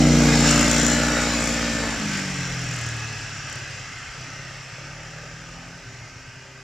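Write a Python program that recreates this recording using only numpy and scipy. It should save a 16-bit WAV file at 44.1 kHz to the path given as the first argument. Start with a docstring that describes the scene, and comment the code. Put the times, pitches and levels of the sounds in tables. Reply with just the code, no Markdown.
"""A snowmobile engine passes close on a forest trail and recedes into the distance.
It pulls, coasts with uneven pops, picks up twice and coasts again. Each firing rings the exhaust
pipe, adds a sharp rasp and rattles the drive. The rubber track drums, whines and hisses over
packed snow, and the trunks scatter the rasp."""
import sys
import numpy as np
from scipy import signal
from scipy.fft import rfft, irfft, next_fast_len
from scipy.io import wavfile
from scipy.ndimage import uniform_filter1d, map_coordinates

SR = 44100
rng = np.random.default_rng(int(sys.argv[2]) if len(sys.argv) > 2 else 0)


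def put_to_file(sound):
    """Save the sound as 16-bit audio at rate SR, in the file named by the first command-line argument."""
    columns = np.atleast_2d(sound).T  # one column per channel
    safe = np.clip(columns, -1, 1)
    whole_steps = np.round(safe * 32767)
    wavfile.write(sys.argv[1], SR, whole_steps.astype(np.int16))


N = 292366
TIME_S = np.arange(N) / SR


# engine speed (time [s], firing rate [Hz])
FIRING_HZ = [(0, 60.2), (.42, 58.6), (1.05, 59.5), (1.5, 58.5), (1.8, 57.3), (1.96, 55.4), (2.12, 50.3),
             (2.4, 44.6), (2.85, 39.2), (3.3, 35), (4.13, 30.8), (4.42, 34.4), (4.74, 32.2), (5.03, 38.9),
             (5.33, 39.5), (5.75, 42.5), (6.3, 31.2), (6.63, 33)]
def firings():
    """Engine cycles elapsed at each sample, and the firing times."""
    cycles = np.cumsum(curve(FIRING_HZ)) / SR + .8
    return cycles, np.interp(np.arange(1, int(cycles[-1]) + 1), cycles, TIME_S)


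def revs_octaves():
    """Engine speed relative to its highest."""
    rate_hz = curve(FIRING_HZ)
    return np.log2(rate_hz / rate_hz.max())


# throttle openings (start [s], end [s], opening [0-1], kick of the first firings [dB])
THROTTLE = [(0, 1.97, 1, 1), (4.15, 4.72, 0.5, 4), (4.77, 5.81, 0.67, 3), (6.43, 7.4, 0.3, 5)]
def rider_throttle(ramp_s=0.021, settle_s=0.44, cut_db=9, cut_s=0.028):
    """Opening and firing gain: firings kick as the throttle opens and falter as it shuts."""
    throttle = spells([row[:3] for row in THROTTLE], ramp_s)
    blip_db = 0
    for start, end, _, kick_db in THROTTLE:
        blip_db += kick_db * (TIME_S > start) * np.exp(-np.abs(TIME_S - start) / settle_s)
        blip_db -= cut_db * swell(end, cut_s)
    return throttle, blip_db


# strong single firings, throttle shut (time [s], peak level [dB])
POPS = [(3.107, -27), (3.161, -28), (3.244, -28.5), (3.33, -30.5), (3.389, -29.5), (3.445, -32),
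        (3.508, -36), (3.563, -31), (3.623, -28), (3.704, -31), (3.744, -31.5), (3.805, -32), (3.875, -37),
        (3.935, -44), (3.993, -47), (4.064, -54), (4.734, -32), (5.863, -36), (5.943, -34), (5.992, -35),
        (6.021, -36), (6.167, -36), (6.284, -34), (6.374, -38)]
def exhaust(fired_s, throttle, blip_db):
    """Each firing rings two pipe modes; the note sinks as the gas cools; slow coasting starves them."""
    idle_hz, hot_hz, pop_hz = 120.1, 23.3, 120
    climb_above_hz, climb_slope = 38.6, 5.38
    coast_db, starve_db, starve_below_hz, starve_span_hz = 3.5, 9, 38.3, 4.6
    uneven_db, coast_uneven_db = 0.48, 1.2
    rise_cycles, overtone_ratio, overtone_db = 0.82, 1.696, -21
    rate_hz, shut = curve(FIRING_HZ), 1 - throttle
    at = np.minimum((fired_s * SR).astype(int), N - 1)
    starved = np.clip((starve_below_hz - rate_hz) / starve_span_hz, 0, 1)
    note_hz = (idle_hz + climb_slope * np.maximum(rate_hz - climb_above_hz, 0) + hot_hz * throttle)[at]
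    carry_db = carried(-10, side_loss_db=-0.61, loss_db_per_m=0.22)
    firing_db = (carry_db + blip_db + shut * (coast_db - starve_db * starved))[at]
    firing_db += (uneven_db + coast_uneven_db * shut[at]) * rng.standard_normal(len(at))
    # a pop replaces any firing that peaks within 13 ms of it
    peak_s = fired_s + rise_cycles / note_hz
    ordinary = np.abs(peak_s[:, None] - np.array(POPS)[:, 0]).min(axis=1) > .013
    puffs = list(zip(fired_s[ordinary], note_hz[ordinary], firing_db[ordinary]))
    puffs += [(s - rise_cycles / pop_hz, pop_hz, db) for s, db in POPS]
    out, t = np.zeros(N + SR), np.arange(SR // 12) / SR
    for start_s, hz, db in puffs:
        age = t * hz / rise_cycles
        phase = 2 * np.pi * hz * t
        modes = np.sin(phase) + amp(overtone_db) * np.sin(overtone_ratio * phase)
        out[round(start_s * SR):][:len(t)] += amp(db) * age * np.exp(1 - age) * modes
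    return out[:N]


def thump(cycles, throttle, shut_loss_db=4, db_per_octave=13):
    """The deep tone at the firing rate grows with throttle and engine speed."""
    db = carried(-23.5, side_loss_db=1.5, loss_db_per_m=0.058)
    db += db_per_octave * revs_octaves() - shut_loss_db * (1 - throttle)
    return amp(db) * np.sqrt(2) * np.sin(2 * np.pi * cycles)


# upper exhaust spectrum (frequency [Hz], level [dB])
RASP_SPECTRUM = [(250, -51), (355, -16), (410, -1.5), (470, -1.5), (530, 4.5), (595, 4.5), (720, -9),
                 (890, -0.5), (1020, -20.5), (1240, -1), (1650, -3.5), (2500, -14), (3500, -24),
                 (6000, -43)]
def rasp(fired_s, throttle, shut_loss_db=13.5, scatter_db=2.2, spread_s=0.029, reflections=3):
    """Each firing's sharp front, with ground and trunk reflections that shift as the sled moves."""
    strengths = amp(-scatter_db * rng.standard_normal(len(fired_s)))
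    fronts = np.bincount((fired_s * SR).astype(int), strengths, N)
    direct = unit(ring(fronts, RASP_SPECTRUM))
    t = np.arange(SR // 25) / SR
    out = direct
    for _ in range(reflections):
        path = np.exp(-t / spread_s) * rng.standard_normal(len(t))
        out = out + .45 * wobble(5) * unit(signal.fftconvolve(direct, path)[:N])
    carry_db = carried(-23, side_loss_db=15, loss_db_per_m=0.079)
    return amp(carry_db - shut_loss_db * (1 - throttle)) * unit(out)


# ground speed as lugs slapping the snow (time [s], lug rate [Hz])
LUG_HZ = [(0, 151.5), (.35, 148.7), (.85, 149.3), (1.3, 152), (1.75, 152.5), (2.12, 143.5), (3.2, 139.5),
          (4, 135), (5.4, 126), (5.9, 130), (6.63, 131)]
def lug_cycles():
    """Lug slaps elapsed at each sample."""
    return np.cumsum(curve(LUG_HZ)) / SR


# lug harmonics 1-3 (level from behind [dB], side loss [dB], path loss [dB/m])
LUG_HARMONICS = [(-20, 0.5, 0.96), (-38.5, 18, .22), (-36, 2, 0.29)]
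# swells of one harmonic (time [s], half length [s], harmonic [1-3], gain [dB])
DRUM_SWELLS = [(0.325, 0.14, 3, 10.5), (1.72, 0.18, 2, 5), (2.245, 0.46, 2, 13.5), (5.61, 0.15, 2, 9.5),
               (5.88, 0.14, 3, 13), (6.202, 0.66, 2, 11.5), (6.548, 0.29, 3, 16)]
# spells of drive whine (time [s], half length [s], pitch [x lug rate], level [dB])
WHINES = [(.97, 0.44, 11.5, -37), (1.724, 0.3, 11.68, -36), (2.928, 0.45, 11.9, -42.5),
          (6.088, 0.71, 11.9, -56.5)]
def track(waver_db=1.0, fade_db=0.9, whine_waver_db=1.3):
    """The lugs drum at a rate set by ground speed, and the drive whines above them."""
    phase = 2 * np.pi * lug_cycles()
    slip_rad = .15 * wobble(14)
    drum = 0
    for k, carry in enumerate(LUG_HARMONICS, 1):
        swell_db = sum(db * swell(s, half_s) for s, half_s, harmonic, db in DRUM_SWELLS if harmonic == k)
        drift_db = waver_db * wobble(14) + fade_db * wobble(3.66)
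        drum += amp(carried(*carry) + swell_db + drift_db) * np.sin(k * (phase + slip_rad))
    flutter_rad = .9 * wobble(55)
    whine = sum(amp(db) * swell(s, half_s) * np.sin(multiple * phase + flutter_rad)
                for s, half_s, multiple, db in WHINES)
    return np.sqrt(2) * (drum + amp(whine_waver_db * wobble(26.2)) * whine)


# rough stretches of trail (start [s], end [s], rattle gain [dB], snow gain [dB])
BUMPS = [(0.287, 0.326, -2, 1), (0.486, 0.51, 10.5, 2.5), (0.562, 0.92, 8.5, 0.4), (1.436, 1.494, 9, 0),
         (2.14, 2.18, 4, 2.5), (2.744, 2.87, 11, .6), (3.514, 3.557, 15, 0.7)]
def bumps(ramp_s=0.059):
    """Bumps shake the drive and throw snow: a gain in dB for each."""
    shake_db = spells([(start, end, db) for start, end, db, _ in BUMPS], ramp_s)
    throw_db = spells([(start, end, db) for start, end, _, db in BUMPS], ramp_s)
    return shake_db, throw_db


# drive tick spectrum (frequency [Hz], level [dB])
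TICK_SPECTRUM = [(2500, -53), (5000, -21), (6500, 6.5), (7300, 9.5), (8500, -5), (11000, -15.5),
                 (14500, -22)]
def drive_rattle(fired_s, shake_db, decay_s=0.0037, scatter_db=1.5):
    """The drive ticks once a firing, harder over bumps."""
    at = (fired_s * SR).astype(int)
    db = carried(-20.5, side_loss_db=16.5, loss_db_per_m=0.28) + shake_db
    blows = np.bincount(at, amp(db[at] + scatter_db * rng.standard_normal(len(at))), N)
    bursts = signal.lfilter([1], [1, -np.exp(-1 / (decay_s * SR))], blows)
    return bursts * rush(TICK_SPECTRUM, patchy_db=4)


# running gear rumble spectra (frequency [Hz], density [dB])
RUMBLE_NEAR = [(20, -22), (60, -14), (110, 7.5), (190, 3), (280, 11.5), (380, -1.5), (600, 2.5), (850, 0.5),
               (1050, -7), (1500, -56)]
RUMBLE_FAR = [(15, -17), (40, 7.5), (70, 5), (130, 10), (220, -1.5), (320, 1.5), (400, -4.5), (600, -1),
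              (850, 0), (1050, -8), (1500, -33)]
# track and ski clatter spectra (frequency [Hz], density [dB])
CLATTER_NEAR = [(560, -50), (950, -35), (1040, -30), (1090, 3.5), (1210, -3.5), (1590, 4.5), (1800, -1.5),
                (1940, 3.5), (3160, -3), (4200, -11), (5460, -44), (9240, -120)]
CLATTER_FAR = [(560, -32), (950, -16.5), (1040, -15), (1210, -3.5), (1450, -7.5), (1530, 0.5), (1700, -5.5),
               (1840, -4.5), (2120, -3), (2300, -9), (2590, -2.5), (3660, -19.5), (4200, -18), (5460, -28),
               (9240, -120)]
# thrown snow spectra (frequency [Hz], density [dB])
SPRAY_NEAR = [(1880, -6), (3200, -6), (4360, -3), (5690, 2.5), (6460, -5), (7230, 3.5), (8050, -12),
              (8860, -14.5), (11000, -27.5), (13700, -22), (14500, -47)]
SPRAY_FAR = [(1880, -42), (3200, -4.5), (3650, -6.5), (4090, -6.5), (5580, 4), (6540, -4), (7230, -2),
             (9200, -24.5), (11300, -28), (13600, -65), (14500, -47)]
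def snow(cycles, throw_db, near_m=13.5, far_m=33, rumble_db_per_octave=4.5, throb=0.039, grain_db=0.13):
    """Track and skis rumble, clatter and throw snow; distance changes their colour."""
    far = np.clip((sled_position()[0] - near_m) / (far_m - near_m), 0, 1)
    receding = lambda near, distant: np.sqrt(1 - far) * near + np.sqrt(far) * distant
    rumble = receding(rush(RUMBLE_NEAR, patchy_db=2.4), rush(RUMBLE_FAR, patchy_db=2))
    rumble *= amp(carried(-22.5, side_loss_db=7.2, loss_db_per_m=0.052))
    rumble *= amp(rumble_db_per_octave * revs_octaves())
    clatter = receding(amp(-3) * rush(CLATTER_NEAR, 3.5), amp(0.34) * rush(CLATTER_FAR, 2))
    clatter *= amp(carried(-15.5, side_loss_db=16.6, loss_db_per_m=0.2))
    spray = receding(amp(-1.5) * rush(SPRAY_NEAR, 3.2), amp(-2.36) * rush(SPRAY_FAR, 2.5))
    spray *= amp(carried(-16.5, side_loss_db=13.7, loss_db_per_m=0.22))
    pulsing = 1 + throb * (1 - far) * np.cos(2 * np.pi * cycles)  # the gear shakes with the engine
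    return rumble + pulsing * amp(throw_db + grain_db * wobble(110)) * (clatter + spray)


def sled_position(lug_pitch_m=.064, closest_m=5.29, start_past_m=0.67):
    """Distance (m), how squarely the tail faces the listener (0-1), and distance to the trail (m)."""
    past_m = start_past_m + lug_pitch_m * lug_cycles()
    distance_m = np.hypot(past_m, closest_m)
    return distance_m, past_m / distance_m, closest_m


def carried(behind_db, side_loss_db, loss_db_per_m):
    """Level (dB) of a part: it beams backwards, spreads out and is soaked up by snow and trees."""
    distance_m, tail_on, closest_m = sled_position()
    spreading_db = 20 * np.log10(distance_m / closest_m)
    absorbed_db = loss_db_per_m * (distance_m - closest_m)
    return behind_db - side_loss_db * (1 - tail_on) - spreading_db - absorbed_db


# forest reverberation (frequency [Hz], T60 [s])
FOREST_T60 = [(100, 0.14), (1000, 1), (8000, 0.033)]
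def forest(x):
    """A thin tail scattered back by the trunks."""
    hz, t, noise = signal.stft(rng.standard_normal(SR // 2), SR, nperseg=256)
    decay = amp(-60 * t / along(FOREST_T60, hz)[:, None])
    tail = signal.istft(noise * decay, SR, nperseg=256)[1]
    return signal.fftconvolve(x, tail / np.linalg.norm(tail))[:N]


# left-right likeness of the noise (frequency [Hz], coherence [0-1])
COHERENCE = [(100, 0.96), (1300, .98), (3000, 0.87), (6600, 0.72), (10000, 0.15), (14000, 0.099)]
def rush(spectrum, patchy_db):
    """Stereo noise, mid rms 1, with patches of random gain in time and frequency."""
    def mid_side(hz):
        angle = np.arccos(np.clip(along(COHERENCE, hz), -1, 1)) / 2
        return amp(along(spectrum, hz)) * [np.cos(angle), np.sin(angle)]
    noise = signal.stft(rng.standard_normal((2, N)), nperseg=1024)[2]
    patches = uniform_filter1d(rng.standard_normal(noise.shape[1:]), size=3, axis=0)
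    patches = uniform_filter1d(patches, size=18, axis=1)
    pair = signal.istft(noise * amp(patchy_db * unit(patches)), nperseg=1024)[1][:, :N]
    mid, side = filtered(pair, mid_side)
    return np.array([mid + side, mid - side]) / mid.std()


def ring(x, spectrum, size=4096):
    """x through a minimum-phase body with the given spectrum."""
    cepstrum = irfft(np.log(amp(along(spectrum, np.fft.rfftfreq(size, 1 / SR)))))
    cepstrum[1:size // 2] *= 2
    cepstrum[size // 2 + 1:] = 0
    return signal.fftconvolve(x, irfft(np.exp(rfft(cepstrum))))[:N]


def filtered(x, response):
    """x through the gain response(hz)."""
    size = next_fast_len(N + SR // 2)
    return irfft(rfft(x, size) * response(np.fft.rfftfreq(size, 1 / SR)), size)[..., :N]


def wobble(knots_per_s):
    """A smooth random curve."""
    positions = np.linspace(0, N * knots_per_s / SR, N // 64)
    smooth = map_coordinates(rng.standard_normal(1024), [positions], mode="wrap")
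    return np.interp(np.linspace(0, 1, N), np.linspace(0, 1, len(smooth)), smooth)


def spells(rows, ramp_s):
    """Each (start, end, value) row holds its value, with ramps just outside both ends."""
    return sum(value * np.clip(1 + np.minimum(TIME_S - start, end - TIME_S) / ramp_s, 0, 1)
               for start, end, value in rows)


def swell(centre_s, half_s):
    """A bell-shaped rise and fall."""
    return np.exp(-((TIME_S - centre_s) / half_s) ** 2)


def curve(points):
    """(time, value) points at every sample."""
    return np.interp(TIME_S, *np.transpose(points))


def along(points, hz):
    """(frequency, value) points on a log axis."""
    knots_hz, values = np.transpose(points)
    return np.interp(np.log(hz + 1), np.log(knots_hz + 1), values)


def amp(db):
    return 10 ** (np.asarray(db) / 20)


def unit(x):
    return x / np.sqrt(np.mean(x ** 2) + 1e-20)


def scene():
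    """Engine, track and snow; the trunks echo the rasp, while long waves pass around them."""
    cycles, fired_s = firings()
    throttle, blip_db = rider_throttle()
    shake_db, throw_db = bumps()
    bark = rasp(fired_s, throttle)
    echo = amp(-12) * forest(bark)
    engine = exhaust(fired_s, throttle, blip_db) + thump(cycles, throttle) + bark + echo
    return engine + track() + drive_rattle(fired_s, shake_db) + snow(cycles, throw_db)


# microphone pair balance (frequency [Hz], left minus right [dB])
MIC_BALANCE = [(60, 1.8), (200, 0), (2300, -0.4), (4300, -1), (5800, -3), (7500, 17), (10000, 5),
               (13000, 17)]
def record(dry, top_hz=14500):
    """The right microphone is duller than the left; nothing passes above the band limit."""
    def microphones(hz):
        ratio = amp(along(MIC_BALANCE, hz))
        right = 2 / (1 + ratio) * (hz < top_hz)
        return np.array([ratio * right, right])
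    return filtered(dry, microphones)


dry = scene()
out = record(dry)
put_to_file(out)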